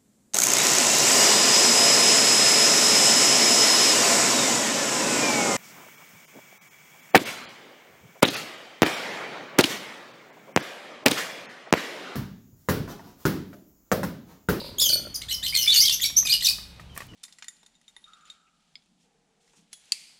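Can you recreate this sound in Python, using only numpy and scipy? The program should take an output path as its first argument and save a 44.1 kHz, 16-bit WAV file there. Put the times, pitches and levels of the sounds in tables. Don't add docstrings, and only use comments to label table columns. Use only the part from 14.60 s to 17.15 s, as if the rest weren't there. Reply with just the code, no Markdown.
import sys
import numpy as np
from scipy import signal
from scipy.fft import rfft, irfft
from scipy.io import wavfile
from scipy.ndimage import uniform_filter1d

SR = 44100
rng = np.random.default_rng(int(sys.argv[2]) if len(sys.argv) > 2 else 0)


def pcm_store(signal):
    levels = np.round(np.clip(np.atleast_2d(signal), -1, 1) * 32767)
    wavfile.write(sys.argv[1], SR, levels.astype(np.int16).T)


def ratio_of_db(decibels):
    return 10 ** (np.asarray(decibels, float) / 20)


N = 112454
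TOP_HZ = 15700


def band(x, lo_hz, hi_hz, order=2):
    edges_hz = [lo_hz, min(hi_hz, 0.45 * SR)]
    return signal.sosfilt(signal.butter(order, edges_hz, "band", fs=SR, output="sos"), x)


def unit(x):
    return x / np.sqrt(np.mean(x ** 2))


def noise_band(size, lo_hz, hi_hz, order=2):
    return band(rng.standard_normal(size), lo_hz, hi_hz, order)


def walk(rate_hz, size=N):
    hold = max(int(SR / rate_hz), 1)
    steps = np.repeat(rng.standard_normal(size // hold + 1), hold)
    return 1.38 * uniform_filter1d(uniform_filter1d(steps, hold), hold)[:size]


def ring(hz, t60_s, size=3000):
    t = np.arange(size) / SR
    return np.sin(2 * np.pi * hz * t) * ratio_of_db(-60 * t / t60_s)


def add(out, start_s, x):
    i = int(start_s * SR)
    out[i:i + len(x)] += x[:N - i]


def town():
    # hz, level_db (per Hz)
    spectrum = [(15, -31), (25, -1.5), (183, 1), (313, -15), (945, -16), (5140, -25.5), (6550, -30.5),
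                (15500, -48)]
    curve_hz, curve_db = np.array(spectrum).T
    t, swell = np.arange(N) / SR, walk(0.93)
    air = np.zeros(N)
    for hz in 28 * 2 ** np.arange(0, 9.5, 0.5):
        density_db = np.interp(np.log(hz), np.log(curve_hz), curve_db)
        level_db = density_db + 10 * np.log10(hz) + 1.2 * swell + 1.6 * walk(9)
        air += ratio_of_db(level_db) * unit(noise_band(N, hz / 1.208, hz * 1.22))
    hum_hz = 62 * (1 + 0.07 * walk(7.7))
    hum = np.sin(2 * np.pi * np.cumsum(hum_hz) / SR) * ratio_of_db(-51.5 + 2.5 * walk(6.74))
    moving = np.clip((0.55 - t) / 0.047, 0, 1) + 1.7 * np.clip((t - 2.49) / 0.054, 0, 1)
    rumble = ratio_of_db(-50) * moving * unit(noise_band(N, 86, 433, order=4))
    return unit(air) * ratio_of_db(-50) + hum + rumble


def earlier_calls():
    t, noise = np.arange(N) / SR, rng.standard_normal(N)
    tail = unit(band(noise, 3600, 4930, order=4))
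    tail += ratio_of_db(-12.5) * unit(band(noise, 7300, 14600))
    tail += ratio_of_db(-11) * unit(band(noise, 2100, 4160))
    t60_s = 0.61
    return tail * ratio_of_db(-37.5 - 60 * t / t60_s + 1.8 * walk(54.0))


def creak():
    # start_s, peak_db
    slips = [(0.016, -30.5), (0.045, -32.5), (0.066, -37), (0.091, -36), (0.117, -41.5), (0.145, -43),
             (0.165, -62), (0.182, -42.5), (0.218, -33.5), (0.241, -43), (0.267, -37), (0.301, -31.5),
             (0.33, -32), (0.358, -29.5), (0.381, -38), (0.396, -36), (0.418, -44), (0.434, -42),
             (0.452, -36), (0.47, -34)]
    # time_s, low_hz, upper_hz
    drift = [(0, 550, 910), (.2, 544, 980), (.3, 587, 1488), (.5, 586, 1356)]
    at_s, low_hz, upper_hz = np.array(drift).T
    out = np.zeros(N)
    for start_s, db in slips:
        slip = ring(np.interp(start_s, at_s, low_hz), 0.037)
        slip += ratio_of_db(-5.5) * ring(np.interp(start_s, at_s, upper_hz), 0.034)
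        slip += ratio_of_db(-6.5) * ring(390, 0.0095)
        add(out, start_s, ratio_of_db(db) * slip)
    return out


def knocks():
    # start_s, peak_db
    blows = [(1.297, -37), (1.501, -40), (1.629, -38.5), (1.655, -37.5), (1.91, -42), (1.985, -40),
             (2.197, -39), (2.212, -51), (2.364, -37), (2.376, -30), (2.405, -32), (2.42, -38),
             (2.536, -49)]
    # hz, level_db, t60_s
    metal = [(660, -5.5, 0.046), (1167, 3.5, 0.035), (1837, 7.5, 0.02), (2500, -0.5, 0.033)]
    out, t = np.zeros(N), np.arange(3000) / SR
    for start_s, db in blows:
        modes = np.zeros(3000)
        for hz, level_db, t60_s in metal:
            change = rng.standard_normal()
            modes += ratio_of_db(level_db + 1.3 * change) * ring(hz * (1 + 0.052 * change), t60_s)
        crack = unit(noise_band(3000, 610, 4100, order=1)) * ratio_of_db(-7.5 - 60 * t / 0.22)
        add(out, start_s, ratio_of_db(db - 6) * (modes + crack))
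    return out


def wire_clicks():
    # start_s, peak_db
    clicks = [
        (2.352, -47),
        (2.377, -19.5),
        (2.406, -53),
        (2.456, -56),
        (2.468, -41.5),
    ]
    out, t = np.zeros(N), np.arange(600) / SR
    for start_s, db in clicks:
        add(out, start_s, ratio_of_db(db) * noise_band(600, 6500, 16000) * ratio_of_db(-60 * t / 0.0055))
    return out


def rustle():
    t = np.arange(N) / SR
    swell = np.clip((t - 2.34) / 0.022, 0, 1) * np.clip((2.49 - t) / 0.13, 0, 1)
    return ratio_of_db(-51 + 3.4 * walk(150)) * swell * unit(noise_band(N, 450, 14000, order=1))


def yard(x):
    # delay_s, level_db
    slaps = [
        (.009, -13),
        (0.0165, -9.5),
        (.027, -13.5),
        (.047, -21),
    ]
    # hz, t60_s
    far_tail = [(1500, 0.3), (2200, 0.85), (3200, .8), (4600, 0.55), (6500, 0.52), (9200, 0.62),
                (13000, 0.5)]
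    # hz, level_db
    beak = [(2000, -4.5), (4500, 0.5), (7000, -2), (9500, -5), (12000, 0), (15000, -3)]
    near_t60_s = 0.27
    t, response = np.arange(SR) / SR, np.zeros(SR)
    for hz, t60_s in far_tail:
        fade = ratio_of_db(-60 * t / near_t60_s) + ratio_of_db(-8.5 - 60 * t / t60_s)
        fade *= np.clip(t / 0.012, 0, 1)
        tail = noise_band(SR, hz / 1.14, hz * 1.225) * fade
        response += ratio_of_db(-9) * tail * np.sqrt(2 * np.log(1000) / near_t60_s / SR)
    response[0] += 1
    for delay_s, db in slaps:
        response[int(delay_s * SR)] += ratio_of_db(db)
    beak_hz, beak_db = np.array(beak).T
    hz = np.arange(N // 2 + 1) * SR / N + 1
    coloured = irfft(rfft(x) * ratio_of_db(np.interp(np.log(hz), np.log(beak_hz), beak_db)), N)
    return signal.fftconvolve(coloured, response)[:N]


def bird(notes, overtones_db, bend, ease, jitter, flutter_db, husk, rasp_db, attack_s=0.0014, release_s=0.0035):
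    out = np.zeros(N)
    shake, flutter, grit = walk(900), walk(350), walk(2500)
    rasp = unit(noise_band(N, 2620, 10400))
    for start_s, length_s, from_hz, to_hz, db in notes:
        t = np.arange(int((length_s + release_s) * SR)) / SR
        first = int(start_s * SR)
        at = slice(first, first + len(t))
        glide = np.sin(np.pi / 2 * np.clip(t / length_s, 0, 1) ** bend) ** ease
        hz = (from_hz + (to_hz - from_hz) * glide) * (1 + jitter * shake[at])
        phase = 2 * np.pi * np.cumsum(hz) / SR + husk * grit[at]
        tone = np.zeros(len(t))
        for k, level_db in enumerate(overtones_db, 1):
            bloom = np.clip(2 * t / attack_s / k, 0, 1)
            audible = k * hz < TOP_HZ + 1000
            tone += ratio_of_db(level_db) * audible * bloom * np.sin(k * phase)
        shape = np.clip(np.minimum(t / attack_s, (t[-1] - t) / release_s), 0, 1)
        shape = shape * ratio_of_db(db + flutter_db * flutter[at])
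        breath = ratio_of_db(rasp_db) * np.clip(t / 0.0068, 0, 1) * rasp[at]
        out[at] += shape * (np.sqrt(2) * tone + breath)
    return out


def pipes():
    # start_s, length_s, from_hz, to_hz, level_db
    piped = [(.614, 0.023, 1965, 2215, -43.5), (.711, 0.022, 2970, 3023, -28),
             (.864, 0.023, 3034, 3105, -28.5), (1.035, 0.012, 3050, 2920, -31),
             (1.234, 0.036, 3120, 3287, -25.5), (1.299, 0.018, 3210, 3540, -28),
             (.924, .03, 2074, 2450, -32), (1.726, 0.027, 2930, 2904, -24.5),
             (1.064, 0.018, 2232, 2397, -28), (1.215, .04, 2043, 2184, -33),
             (1.305, 0.035, 2740, 2820, -34.5), (1.398, 0.0053, 1900, 2030, -35),
             (1.441, 0.012, 2500, 2237, -28.5), (1.682, 0.03, 2375, 2427, -30),
             (1.821, 0.0054, 1945, 1947, -29), (1.879, 0.0081, 2600, 2515, -26.5),]
    overtones = [3.5, -14, -24, -7.5]
    return bird(piped, overtones, bend=0.93, ease=1, jitter=0.015, flutter_db=1.8, husk=0.17, rasp_db=-12)


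def churrs():
    # start_s, length_s, from_hz, to_hz, level_db
    low_notes = [
        (.317, 0.013, 2467, 2370, -26),
        (.679, 0.044, 1254, 2105, -36),
        (.822, 0.045, 1240, 2122, -33.5),
        (.938, 0.022, 2713, 2090, -27.5),
        (.954, 0.011, 2095, 2132, -18.5),
    ]
    overtones = [-6, 6, -28.5, 1.5, -32, -4, -7]
    return bird(low_notes, overtones, bend=0.62, ease=0.9, jitter=0.016, flutter_db=2.2, husk=0.2,
                rasp_db=-13, attack_s=0.009)


def flicks():
    # start_s, length_s, from_hz, to_hz, level_db
    sweeps = [(.29, 0.007, 5510, 4270, -18), (.617, .007, 2500, 4240, -31.5), (.705, .007, 4330, 2930, -34),
              (.724, 0.0077, 4900, 6580, -27), (.861, .007, 3750, 3003, -25.5),
              (.881, .007, 4520, 5580, -28), (.967, 0.011, 2670, 6700, -32), (1.021, .005, 4100, 6100, -22),
              (1.057, 0.0093, 2980, 5060, -32.5), (1.14, 0.0042, 4650, 6750, -18),
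              (1.295, .007, 2985, 4960, -18.5), (1.404, 0.0032, 2140, 3500, -27.5),
              (1.718, .01, 4370, 3040, -22.5), (1.737, 0.0059, 5140, 4150, -16),
              (1.807, 0.0081, 2690, 4030, -27.5), (1.835, .009, 8730, 6830, -32),
              (1.886, 0.0035, 4050, 8460, -19)]
    overtones = [0.5, -4.5, -20]
    return bird(sweeps, overtones, bend=1.109, ease=1.076, jitter=0.01, flutter_db=1.0, husk=0.46,
                rasp_db=-10, attack_s=0.001245, release_s=0.00098)


def whistles():
    # start_s, length_s, from_hz, to_hz, level_db
    pure_notes = [
        (1.075, 0.031, 3492, 3546, -12),
        (1.098, .017, 3760, 3844, -16),
        (1.119, 0.018, 4330, 4450, -14.5),
        (1.148, 0.02, 4320, 4640, -28),
        (1.722, 0.0116, 4670, 5054, -11.5),
        (.37, .016, 5970, 6050, -33),
        (2.296, .05, 3200, 3000, -54.5),
        (2.487, .035, 3030, 2850, -50.5),
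    ]
    overtones = [-1, -37]
    return bird(pure_notes, overtones, bend=1.0, ease=1.7, jitter=0.0076, flutter_db=2.1, husk=0.066, rasp_db=-15)


def squeaks():
    # start_s, length_s, from_hz, to_hz, level_db
    pair = [
        (1.561, 0.029, 5250, 6150, -20.5),
        (1.563, .028, 5440, 6405, -23),
    ]
    overtones = [8.5, -7.5]
    return bird(pair, overtones, bend=0.855, ease=0.86, jitter=0.0047, flutter_db=0.0, husk=0.12,
                rasp_db=-16, attack_s=0.0091)


def screeches():
    # start_s, length_s, from_hz, to_hz, level_db
    hoarse = [(.207, 0.025, 5460, 4930, -21.5), (.549, 0.02, 6500, 6100, -36),
              (1.025, 0.0085, 6350, 5380, -20), (1.125, 0.049, 3202, 2847, -22.5),
              (1.144, 0.039, 6620, 6610, -23.5), (1.32, .028, 5240, 6250, -22),
              (1.427, .016, 3316, 3992, -20), (1.452, .018, 3484, 3670, -25),
              (1.666, 0.012, 3650, 3610, -21), (1.68, .014, 5600, 6360, -35), (1.684, .02, 3474, 3910, -28),
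              (1.82, .022, 3790, 4280, -26.5), (1.842, 0.031, 3632, 3780, -19.5)]
    overtones = [-0.5, -6.5, -9.5]
    return bird(hoarse, overtones, bend=0.9, ease=1.1, jitter=0.03, flutter_db=3, husk=0.55,
                rasp_db=-12, attack_s=0.005)


def shrieks():
    # start_s, length_s, from_hz, to_hz, level_db
    full_notes = [
        (.183, .019, 3280, 3497, -25),
        (.197, 0.013, 3493, 5460, -20.5),
        (.214, 0.058, 3473, 3130, -21),
        (.264, .054, 3060, 2987, -28),
        (.551, 0.015, 4920, 4794, -30),
        (.969, .01, 3640, 3060, -21),
        (.979, 0.036, 3010, 2958, -23),
        (1.016, 0.0153, 3053, 2840, -28),
        (1.412, 0.019, 3570, 3160, -26),
        (1.65, 0.016, 2490, 2490, -28),
    ]
    overtones = [-1.5, -2, -10, -5, -10]
    return bird(full_notes, overtones, bend=1.2, ease=1.983, jitter=0.016, flutter_db=2.5, husk=0.079, rasp_db=-18.0)


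def peeps():
    # start_s, length_s, from_hz, to_hz, level_db
    thin_notes = [(.298, 0.011, 4380, 4790, -16.5), (.331, 0.014, 4492, 4388, -12.5),
                  (.542, 0.0089, 6830, 5050, -27), (.737, 0.015, 5770, 4940, -22),
                  (.889, 0.022, 4900, 4880, -28), (1.034, 0.032, 5200, 5000, -25.5),
                  (1.161, 0.01, 5050, 4350, -11), (1.174, 0.038, 4385, 4915, -13),
                  (1.203, 0.02, 5035, 6270, -14.5), (1.221, 0.017, 6510, 5440, -13),
                  (1.252, 0.012, 3630, 5110, -14.5), (1.27, .006, 4900, 4460, -23.5),
                  (1.278, 0.0079, 3900, 3070, -14), (1.442, 0.0098, 4380, 4650, -20.5),
                  (1.449, 0.015, 5300, 5700, -19.5), (1.696, 0.022, 4150, 4700, -17),
                  (1.844, 0.01, 6320, 5760, -17), (1.854, 0.008, 5690, 5200, -14.5),
                  (1.866, 0.0078, 5016, 4320, -14.5), (1.886, 0.0058, 4500, 4660, -11.5),
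                  (1.895, 0.0056, 4770, 5310, -15.5)]
    overtones = [-2.5, -12, -13]
    return bird(thin_notes, overtones, bend=1, ease=2, jitter=0.009, flutter_db=1.8, husk=0.17, rasp_db=-22)


def scene():
    birds = pipes() + churrs() + flicks() + whistles() + squeaks() + screeches() + shrieks() + peeps()
    close = creak() + knocks() + wire_clicks() + rustle()
    mix = town() + earlier_calls() + close + ratio_of_db(-2.0) * yard(birds)
    return mix[None]


def top_cut(x):
    return signal.sosfilt(signal.butter(12, 16820, fs=SR, output="sos"), x)


def record(dry):
    cut = signal.sosfilt(signal.ellip(8, 0.2, 70, TOP_HZ, fs=SR, output="sos"), dry)
    return top_cut(cut)


dry = scene()
out = record(dry)
pcm_store(out)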